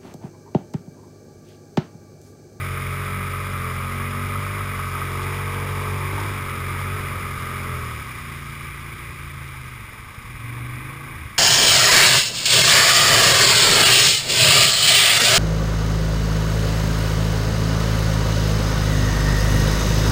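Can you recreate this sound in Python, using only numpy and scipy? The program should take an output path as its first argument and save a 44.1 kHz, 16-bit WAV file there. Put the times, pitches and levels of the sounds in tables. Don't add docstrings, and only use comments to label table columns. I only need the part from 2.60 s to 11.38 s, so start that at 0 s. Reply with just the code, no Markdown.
import sys
import numpy as np
from scipy.fft import rfft, irfft, next_fast_len
from scipy.io import wavfile
from scipy.ndimage import uniform_filter1d, map_coordinates

SR = 44100
rng = np.random.default_rng(int(sys.argv[2]) if len(sys.argv) > 2 else 0)


def wrap_up_sound(samples):
    columns = np.atleast_2d(samples).T
    tamed = np.clip(columns, -1, 1)
    steps = np.round(tamed * 32767).astype(np.int16)
    wavfile.write(sys.argv[1], SR, steps)


N = 387189

# t/s, rate/four-stroke cycles per second
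ENGINE_SPEED = [(0.0, 45.9), (0.26, 45.2), (0.54, 47.0), (0.75, 45.6), (0.89, 47.1), (1.06, 43.4),
                (1.31, 45.8), (1.82, 47.9), (1.95, 49.7), (2.19, 45.5), (2.51, 45.4), (2.71, 46.9),
                (3.49, 47.1), (3.65, 50.0), (3.95, 44.5), (4.34, 47.4), (4.82, 44.2), (5.01, 45.0),
                (5.23, 41.2), (5.36, 37.8), (5.52, 30.3), (5.65, 28.4), (6.2, 27.9), (6.48, 29.3),
                (7.16, 24.9), (7.33, 21.0), (7.58, 17.2), (7.86, 23.7), (8.14, 24.6), (8.36, 27.5),
                (8.56, 27.6), (8.78, 20.8)]
# t/s, exhaust gain/dB
THROTTLE_GAIN = [(0, -31.5), (1.1, -31.5), (1.85, -30.5), (2.3, -32), (2.6, -31), (3.45, -30.7), (3.9, -33),
                 (4.3, -31), (4.75, -35), (5.15, -32.5), (5.5, -41), (6.4, -41.5), (7.1, -44.5),
                 (7.55, -48.5), (8, -37.3), (8.3, -40), (8.6, -42), (8.78, -49)]
# t/s, load/0-1, head turned back towards the tailpipe/0-1
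RIDE_AND_HEAD = [(0, 1, 0), (2.35, 1, 0), (2.6, 1, 1), (3.65, 1, 1), (3.85, 1, 0), (5.25, 1, 0),
                 (5.5, 0, 0), (7.15, 0, 0), (7.5, 0, 1), (8.78, 0, 1)]
# t/s, share/0-1
PULLING_SHARE = [(7.2, 0.02), (7.6, 0.74)]
# f/Hz, gain/dB
OPEN_THROTTLE_TONE = [(38, -8), (47, -4.5), (84, -5), (95, -2.5), (121, -1), (140, -5.5), (165, -12),
                      (188, -13.5), (232, -20), (290, -21.5), (330, -28.5), (365, -15), (435, -14.5),
                      (475, -26), (600, -21), (740, -35), (890, -29), (1000, -41)]
# f/Hz, gain/dB
TAILPIPE_TONE = [(90, 1), (140, 1), (230, -1), (300, 3.5), (430, 3), (600, -2.5), (900, 11.5)]
# f/Hz, gain/dB
COASTING_TONE = [(28, -14), (56, -8.5), (84, -3.5), (112, -4), (126, 2), (142, -2.5), (170, -26),
                 (198, -30), (226, -9.5), (265, -28), (312, -15.5), (360, -16.5), (430, -24), (600, -39)]
# f/Hz, gain/dB
PULLING_TONE = [(25, -24), (50, -21), (75, -10), (97, -9), (108, -3), (122, 2), (138, -4), (165, -20),
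                (200, -11.5), (222, -17), (260, -5.5), (320, -11), (400, -25), (560, -32)]
# t/s, half length/s, order, lift/dB
ORDER_SWELLS = [(.25, 0.22, 3, 2.5), (.58, .1, 4, 7), (1.557, 0.38, 5, 9), (2.9, 0.33, 10, 7),
                (3.62, 0.14, 6, 14), (6.35, .25, 12, 5.5), (6.9, 0.22, 3, 5), (7.7, 0.1, 6, 13),
                (7.8, 0.11, 5, 4.5), (8.62, .06, 3, 13), (8.66, .12, 5, -9)]
FIRING_GAP = 0.415
WAVER_DB = 2.5
DULL_BELOW_RATE, DULL_DB_PER_RATE, DULL_ABOVE_ORDER = 28.4, 1.0, 6.5


def exhaust(turns):
    speed, = curves(ENGINE_SPEED)
    effort_db, = curves(THROTTLE_GAIN)
    pulling, = curves(PULLING_SHARE)
    loaded, back = curves(RIDE_AND_HEAD)
    tones = [(OPEN_THROTTLE_TONE, loaded), (TAILPIPE_TONE, loaded * back),
             (COASTING_TONE, (1 - loaded) * (1 - pulling)), (PULLING_TONE, pulling)]
    knots = np.arange(0, turns[-1], 7)

    def partial(k):
        cylinders = 1 + np.exp(-k / 9 - 2j * np.pi * k * FIRING_GAP)
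        smear = 1 - 0.715 * k + rng.normal(0, 0.12 * k)
        db = sum(share * along(tone, k * speed) for tone, share in tones)
        if k > DULL_ABOVE_ORDER:
            db = db - DULL_DB_PER_RATE * np.maximum(DULL_BELOW_RATE - speed, 0)
        for s, half_s, order, lift_db in ORDER_SWELLS:
            if round(order) == k:
                db = db + lift_db * swell(s, half_s)
        wave = np.cos(2 * np.pi * k * turns + np.angle(cylinders) + smear)
        return amp(db) * np.sqrt(2) * np.abs(cylinders) * wave

    def drift(k):
        wander = np.interp(turns, knots, rng.standard_normal(len(knots)))
        return wander * np.minimum(k * speed / 250, 1) ** 2

    boom = sum(partial(k) for k in range(1, 4))
    growl = sum(amp(WAVER_DB * drift(k)) * partial(k) for k in range(4, 21))
    return amp(effort_db) * (boom * amp(0.19 * wobble(28)) + growl * amp(0.73 * wobble(40)))


# f/Hz, gain/dB
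PIPE_TONE = [(15, -48), (30, 0), (48, 2.5), (70, -1.5), (93, 4.5), (120, 4), (142, -1.5), (170, -11.5),
             (230, -15), (300, -38.5), (700, -60), (2000, -110)]
# t/s, nominal level/dB
HARD_FIRINGS = [(7.237, -33), (7.399, -32), (7.47, -30), (7.581, -26), (7.647, -27), (7.697, -28),
                (7.746, -23), (8.609, -36), (8.656, -29)]
FLUTTER_DB, FLUTTER_DB_PER_OCTAVE, FLUTTER_FOLLOWS = -41.5, 4, 0.3


def flutter(turns):
    flutter_db = driven(FLUTTER_DB, FLUTTER_DB_PER_OCTAVE, FLUTTER_FOLLOWS)
    varied = twin(turns, gap=FIRING_GAP, second_db=-1, jitter_s=0.0003, scatter_db=2)
    regular = twin(turns, gap=FIRING_GAP, second_db=-1, jitter_s=0, scatter_db=0)
    kicks = np.zeros(N)
    for s, db in HARD_FIRINGS:
        kicks[round((s - 0.004) * SR)] = -amp(db + 41.5)
    return amp(flutter_db) * even(body(varied - regular, PIPE_TONE)) + body(kicks, PIPE_TONE)


# f/Hz, width/Hz, gain/dB
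AIRBOX_MODES = [(237.4, 22, 2), (311, 25, -5), (402, 117, -6.5), (612, 110, -4.5), (900, 60, -11)]
INTAKE_DB, INTAKE_DB_PER_OCTAVE, INTAKE_FOLLOWS = -46, 3.5, 0.5


def intake(turns):
    intake_db = driven(INTAKE_DB, INTAKE_DB_PER_OCTAVE, INTAKE_FOLLOWS)
    gulps = noise() * amp(1.9 * np.cos(2 * np.pi * (turns - 0.2)))
    tone = [(60, -28.5), (150, 11.0), (220, 0), (900, -5), (1500, -12), (5000, -38)]
    rasp = body(resonate(gulps, AIRBOX_MODES), tone)
    return amp(intake_db) * even(rasp)


# t/s, level/dB
CLATTER_LEVEL = [(0, -35.5), (.6, -32.5), (2.2, -33.5), (3, -33.5), (5.15, -33.5), (5.45, -39.5),
                 (6.9, -44), (7.7, -45.5), (7.95, -42.5), (8.5, -41.5), (8.78, -45.5)]
# f/Hz, gain/dB
HEAD_TONE = [(300, -38.5), (780, -18), (950, -14), (1100, -0.5), (1270, 2.5), (1400, -9), (1800, -13.5),
             (3000, -29), (6000, -55)]


def valves(turns):
    loaded, back = curves(RIDE_AND_HEAD)
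    valve_db = curves(CLATTER_LEVEL)[0] + 0.65 * wobble(22)
    taps = twin(turns + 0.0997, gap=0.36, second_db=-5, jitter_s=0.00008, scatter_db=2.0)
    throb_db = 0.59 * np.cos(2 * np.pi * (turns - 0.25)) + 0.47 * np.cos(4 * np.pi * turns)
    chain = amp(-13.5 + 2.4 * loaded) * meshing(turns, count=90)
    rattle = unit((noise() + chain) * amp(throb_db + 0.68 * wobble(45)))
    ring = body(rattle + amp(-7.0) * unit(taps), HEAD_TONE)
    behind = body(ring, [(850, 5.5), (1120, 4), (1300, -3.0), (1600, 1)])
    return amp(valve_db) * even((1 - back) * ring + back * behind)


# f/Hz, gain/dB
CASING_TONE = [(500, -39), (1250, -15.5), (1420, -13.5), (1530, -2.5), (1760, -8.5), (2060, 1),
               (2180, -1.5), (2320, 1.5), (2500, -4), (2680, -15.5), (3080, -22), (3450, -15.5),
               (3850, -20), (5000, -38.5)]
BELT_DB, BELT_DB_PER_OCTAVE, BELT_FOLLOWS = -35.5, 2, 0.28


def belt_drive(turns):
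    belt_db = driven(BELT_DB, BELT_DB_PER_OCTAVE, BELT_FOLLOWS) + 0.68 * wobble(9)
    throb_db = np.cos(2 * np.pi * (turns - 0.25)) + 0.3 * np.cos(4 * np.pi * turns)
    cogs = amp(-16.0) * meshing(turns, count=160)
    rasp = (noise() + cogs) * amp(throb_db + 0.34 * wobble(70))
    return amp(belt_db) * even(body(rasp, CASING_TONE))


# t/s, strength/dB
COVER_CLANKS = [(1.756, -22), (1.865, -21.5), (2.1926, -20), (2.271, -22.5), (2.3508, -19), (2.4165, -21),
                (2.5543, -23), (3.272, -26)]


def clanks():
    out, t = np.zeros(N), np.arange(SR // 10) / SR
    ring = np.sin(2 * np.pi * 1250 * t) + 0.77 * np.sin(2 * np.pi * 1130 * t)
    ring = ring * amp(-60 * t / 0.051) * (1 - np.exp(-t / 0.00068))
    for s, db in COVER_CLANKS:
        out[round(s * SR):][:len(t)] += amp(db) * ring
    return out


# t/s, slosh level/dB, spray level/dB
WATER_LEVELS = [(0, -58, -45.5), (1.4, -52, -45), (2.7, -46.5, -43.5), (3.4, -42.5, -43.5),
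                (3.9, -43, -44.5), (5.15, -48.5, -45), (6.1, -56, -48.5), (7.5, -52, -51.5),
                (8.4, -55, -52), (8.78, -57, -52)]
# f/Hz, gain/dB
SLOSH_TONE = [(60, -19), (180, -7), (330, 3.5), (520, -2.5), (740, -7.5), (900, 7.5), (1300, 0.5),
              (3000, -78)]
# f/Hz, gain/dB
SPRAY_TONE = [(1000, -27), (2400, -19), (2650, -2.5), (2880, 3), (3060, -2.5), (3300, 0.5), (3800, -2),
              (4250, -12.5), (4700, -5), (5200, -1.5), (5500, -7), (5780, -7), (6000, -18.5)]
SURGE_AT, SURGE_S, SURGE_SLOSH_DB, SURGE_SPRAY_DB = 3.62, 0.09, 6, 2


def water(turns):
    slosh_db, spray_db = curves(WATER_LEVELS)
    surge = swell(SURGE_AT, SURGE_S)
    churn = noise() + amp(-9.0) * bubbles(count=2200, centre_hz=604, spread=0.433, cycles=12.7, size_db=3)
    slosh = amp(slosh_db + SURGE_SLOSH_DB * surge + 1.5 * wobble(12)) * unit(body(churn, SLOSH_TONE))
    drops = bubbles(count=7000, centre_hz=4180, spread=0.19, cycles=2.8, size_db=4.0)
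    mist = noise() * amp(0.16 * np.cos(2 * np.pi * (turns - 0.25)) + 0.34 * wobble(30))
    spray = unit(body(mist + amp(-11.5) * drops, SPRAY_TONE))
    return slosh + amp(spray_db + SURGE_SPRAY_DB * surge) * spray


# t/s, relative level/dB
MUD_SPLASHES = [(1.353, -40), (2.571, -39), (2.630, -32), (3.602, -31.5), (5.244, -41), (7.061, -48)]


def splashes():
    slaps, t = np.zeros(N), np.arange(SR // 10) / SR
    for s, db in MUD_SPLASHES:
        slaps[round(s * SR):][:len(t)] += amp(db - 1 - 60 * t / 0.05) * rng.standard_normal(len(t))
    return body(slaps, [(300, -20), (1500, -2), (4200, 1), (5300, 6), (6000, 1)])


# t/s, f/Hz, level/dB of each of two harmonics
FAR_QUAD_NOTE = [(7.0, 204.8, -76), (7.2, 211, -71), (7.35, 223, -52.5), (7.5, 230, -60), (7.68, 238, -56),
                 (7.8, 238.3, -63), (8.1, 240, -64), (8.38, 243.4, -52), (8.55, 240, -72)]


def far_quad():
    hz, db = curves(FAR_QUAD_NOTE)
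    phase = 2 * np.pi * np.cumsum(hz * (1 + 0.0041 * wobble(22))) / SR
    return amp(db + 1.5 * wobble(7.7)) * (np.sin(phase) + np.sin(2 * phase))


# t/s, level/dB
WIND_GUSTS = [(0, -52), (2.3, -60), (3, -48), (3.6, -43), (4.2, -39), (5.3, -45), (6, -48), (7.5, -46),
              (8.78, -44)]
# f/Hz, gain/dB
BUFFET_TONE = [(8, -16), (28, -4), (42, -20), (62, 1), (110, -7.5), (200, -9.5), (600, -37.5), (3000, -92)]


def wind():
    buffet_db, = curves(WIND_GUSTS)
    gust_db = buffet_db + 0.6 * wobble(2) + 1.3 * wobble(7.5)
    return amp(gust_db) * unit(body(noise(), BUFFET_TONE))


CRUISE_RATE, CRUISE_DB = 46, -31.5


def driven(cruise_db, db_per_octave, follows):
    speed, = curves(ENGINE_SPEED)
    effort_db, = curves(THROTTLE_GAIN)
    return cruise_db + db_per_octave * np.log2(speed / CRUISE_RATE) + follows * (effort_db - CRUISE_DB)


def strokes(turns, offset, jitter_s, scatter_db):
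    marks = np.arange(int(turns[-1]) - 1) + offset % 1
    chance = rng.standard_normal((len(marks), 2))
    at = np.interp(marks, turns, np.arange(N)) + jitter_s * SR * chance[:, 0]
    at = np.clip(at, 0, N - 2)
    i = at.astype(int)
    size = amp(np.broadcast_to(scatter_db, N)[i] * chance[:, 1])
    return np.bincount(i, size * (1 - at + i), N) + np.bincount(i + 1, size * (at - i), N)


def twin(turns, gap, second_db, jitter_s, scatter_db):
    first = strokes(turns, 0, jitter_s, scatter_db)
    return first + amp(second_db) * strokes(turns, gap, jitter_s, scatter_db)


def meshing(turns, count):
    lines = np.zeros(1025, complex)
    lines[1:count + 1] = np.exp(2j * np.pi * rng.random(count))
    pattern = irfft(lines)
    return unit(np.interp(turns % 1, np.linspace(0, 1, len(pattern)), pattern))


def bubbles(count, centre_hz, spread, cycles, size_db):
    chance = rng.random((count, 2))
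    hz = centre_hz * np.exp(spread * rng.standard_normal((count, 1)))
    hz = np.clip(hz, 150, HOLD_HZ / 2)
    n = np.arange(int(np.clip(2 * cycles * SR / centre_hz, 16, 1500)))
    age = hz * n / SR / cycles
    ring = np.sin(2 * np.pi * cycles * age * (1 + 0.13 * age)) * amp(-40 * age)
    size = amp(-size_db * np.log(np.maximum(chance[:, 1:], 0.01)))
    at = (chance[:, :1] * N).astype(int) + n
    return unit(np.bincount(at.ravel(), (size * ring).ravel(), N)[:N])


def amp(db):
    return 10 ** (np.asarray(db) / 20)


def unit(x):
    return x / np.sqrt(np.mean(x ** 2) + 1e-20)


def even(x):
    power = uniform_filter1d(uniform_filter1d(x ** 2, size=SR // 6), size=SR // 8)
    return x / np.sqrt(np.abs(power) + 1e-20)


def curves(rows):
    s, *cols = np.transpose(rows)
    return [np.interp(np.arange(N) / SR, s, c) for c in cols]


def along(points, hz):
    f, v = np.transpose(points)
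    return np.interp(np.log(hz), np.log(f), v)


def swell(s, half_s):
    return np.exp(-((np.arange(N) / SR - s) / half_s) ** 2)


def wobble(rate):
    knots = rng.standard_normal(int(N * rate / SR) + 4)
    return map_coordinates(knots, [np.arange(N) * rate / SR])


def noise():
    return rng.standard_normal(N)


def filtered(x, response):
    m = 2 * next_fast_len((N + SR // 2) // 2)
    return irfft(rfft(x, m) * response(np.fft.rfftfreq(m, 1 / SR)), m)[:N]


def body(x, points):
    f, db = np.transpose(points)

    def response(hz):
        gain = amp(np.interp(np.log(hz + 1), np.log(f), db))
        cepstrum = irfft(np.log(gain))
        half = len(cepstrum) // 2
        cepstrum[1:half] *= 2
        cepstrum[half + 1:] = 0
        return np.exp(rfft(cepstrum))
    return filtered(x, response)


def resonate(x, modes):
    def response(f):
        total = 0
        for k, (centre, width, db) in enumerate(modes):
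            damping = 1j * f * width
            total = total + (-1) ** k * amp(db) * damping / (centre * centre - f * f + damping)
        return total
    return filtered(x, response)


def scene():
    speed, = curves(ENGINE_SPEED)
    turns = np.cumsum(speed * (1 + 0.001493 * wobble(14))) / SR
    engine = exhaust(turns) + flutter(turns) + intake(turns) + valves(turns) + belt_drive(turns)
    return (engine + clanks() + water(turns) + splashes() + far_quad() + wind())[None]


HOLD_HZ, TOP_HZ = 12000, 15320


def record(dry):
    narrow = filtered(dry[0], lambda hz: hz < HOLD_HZ / 2)
    mirrored = narrow * (1 + 2 * np.cos(2 * np.pi * HOLD_HZ * np.arange(N) / SR))

    def held(hz):
        return np.sinc(hz / HOLD_HZ) / np.sinc(hz / SR) * (hz < TOP_HZ)
    return filtered(mirrored, held)[None]


dry = scene()
out = record(dry)
wrap_up_sound(out)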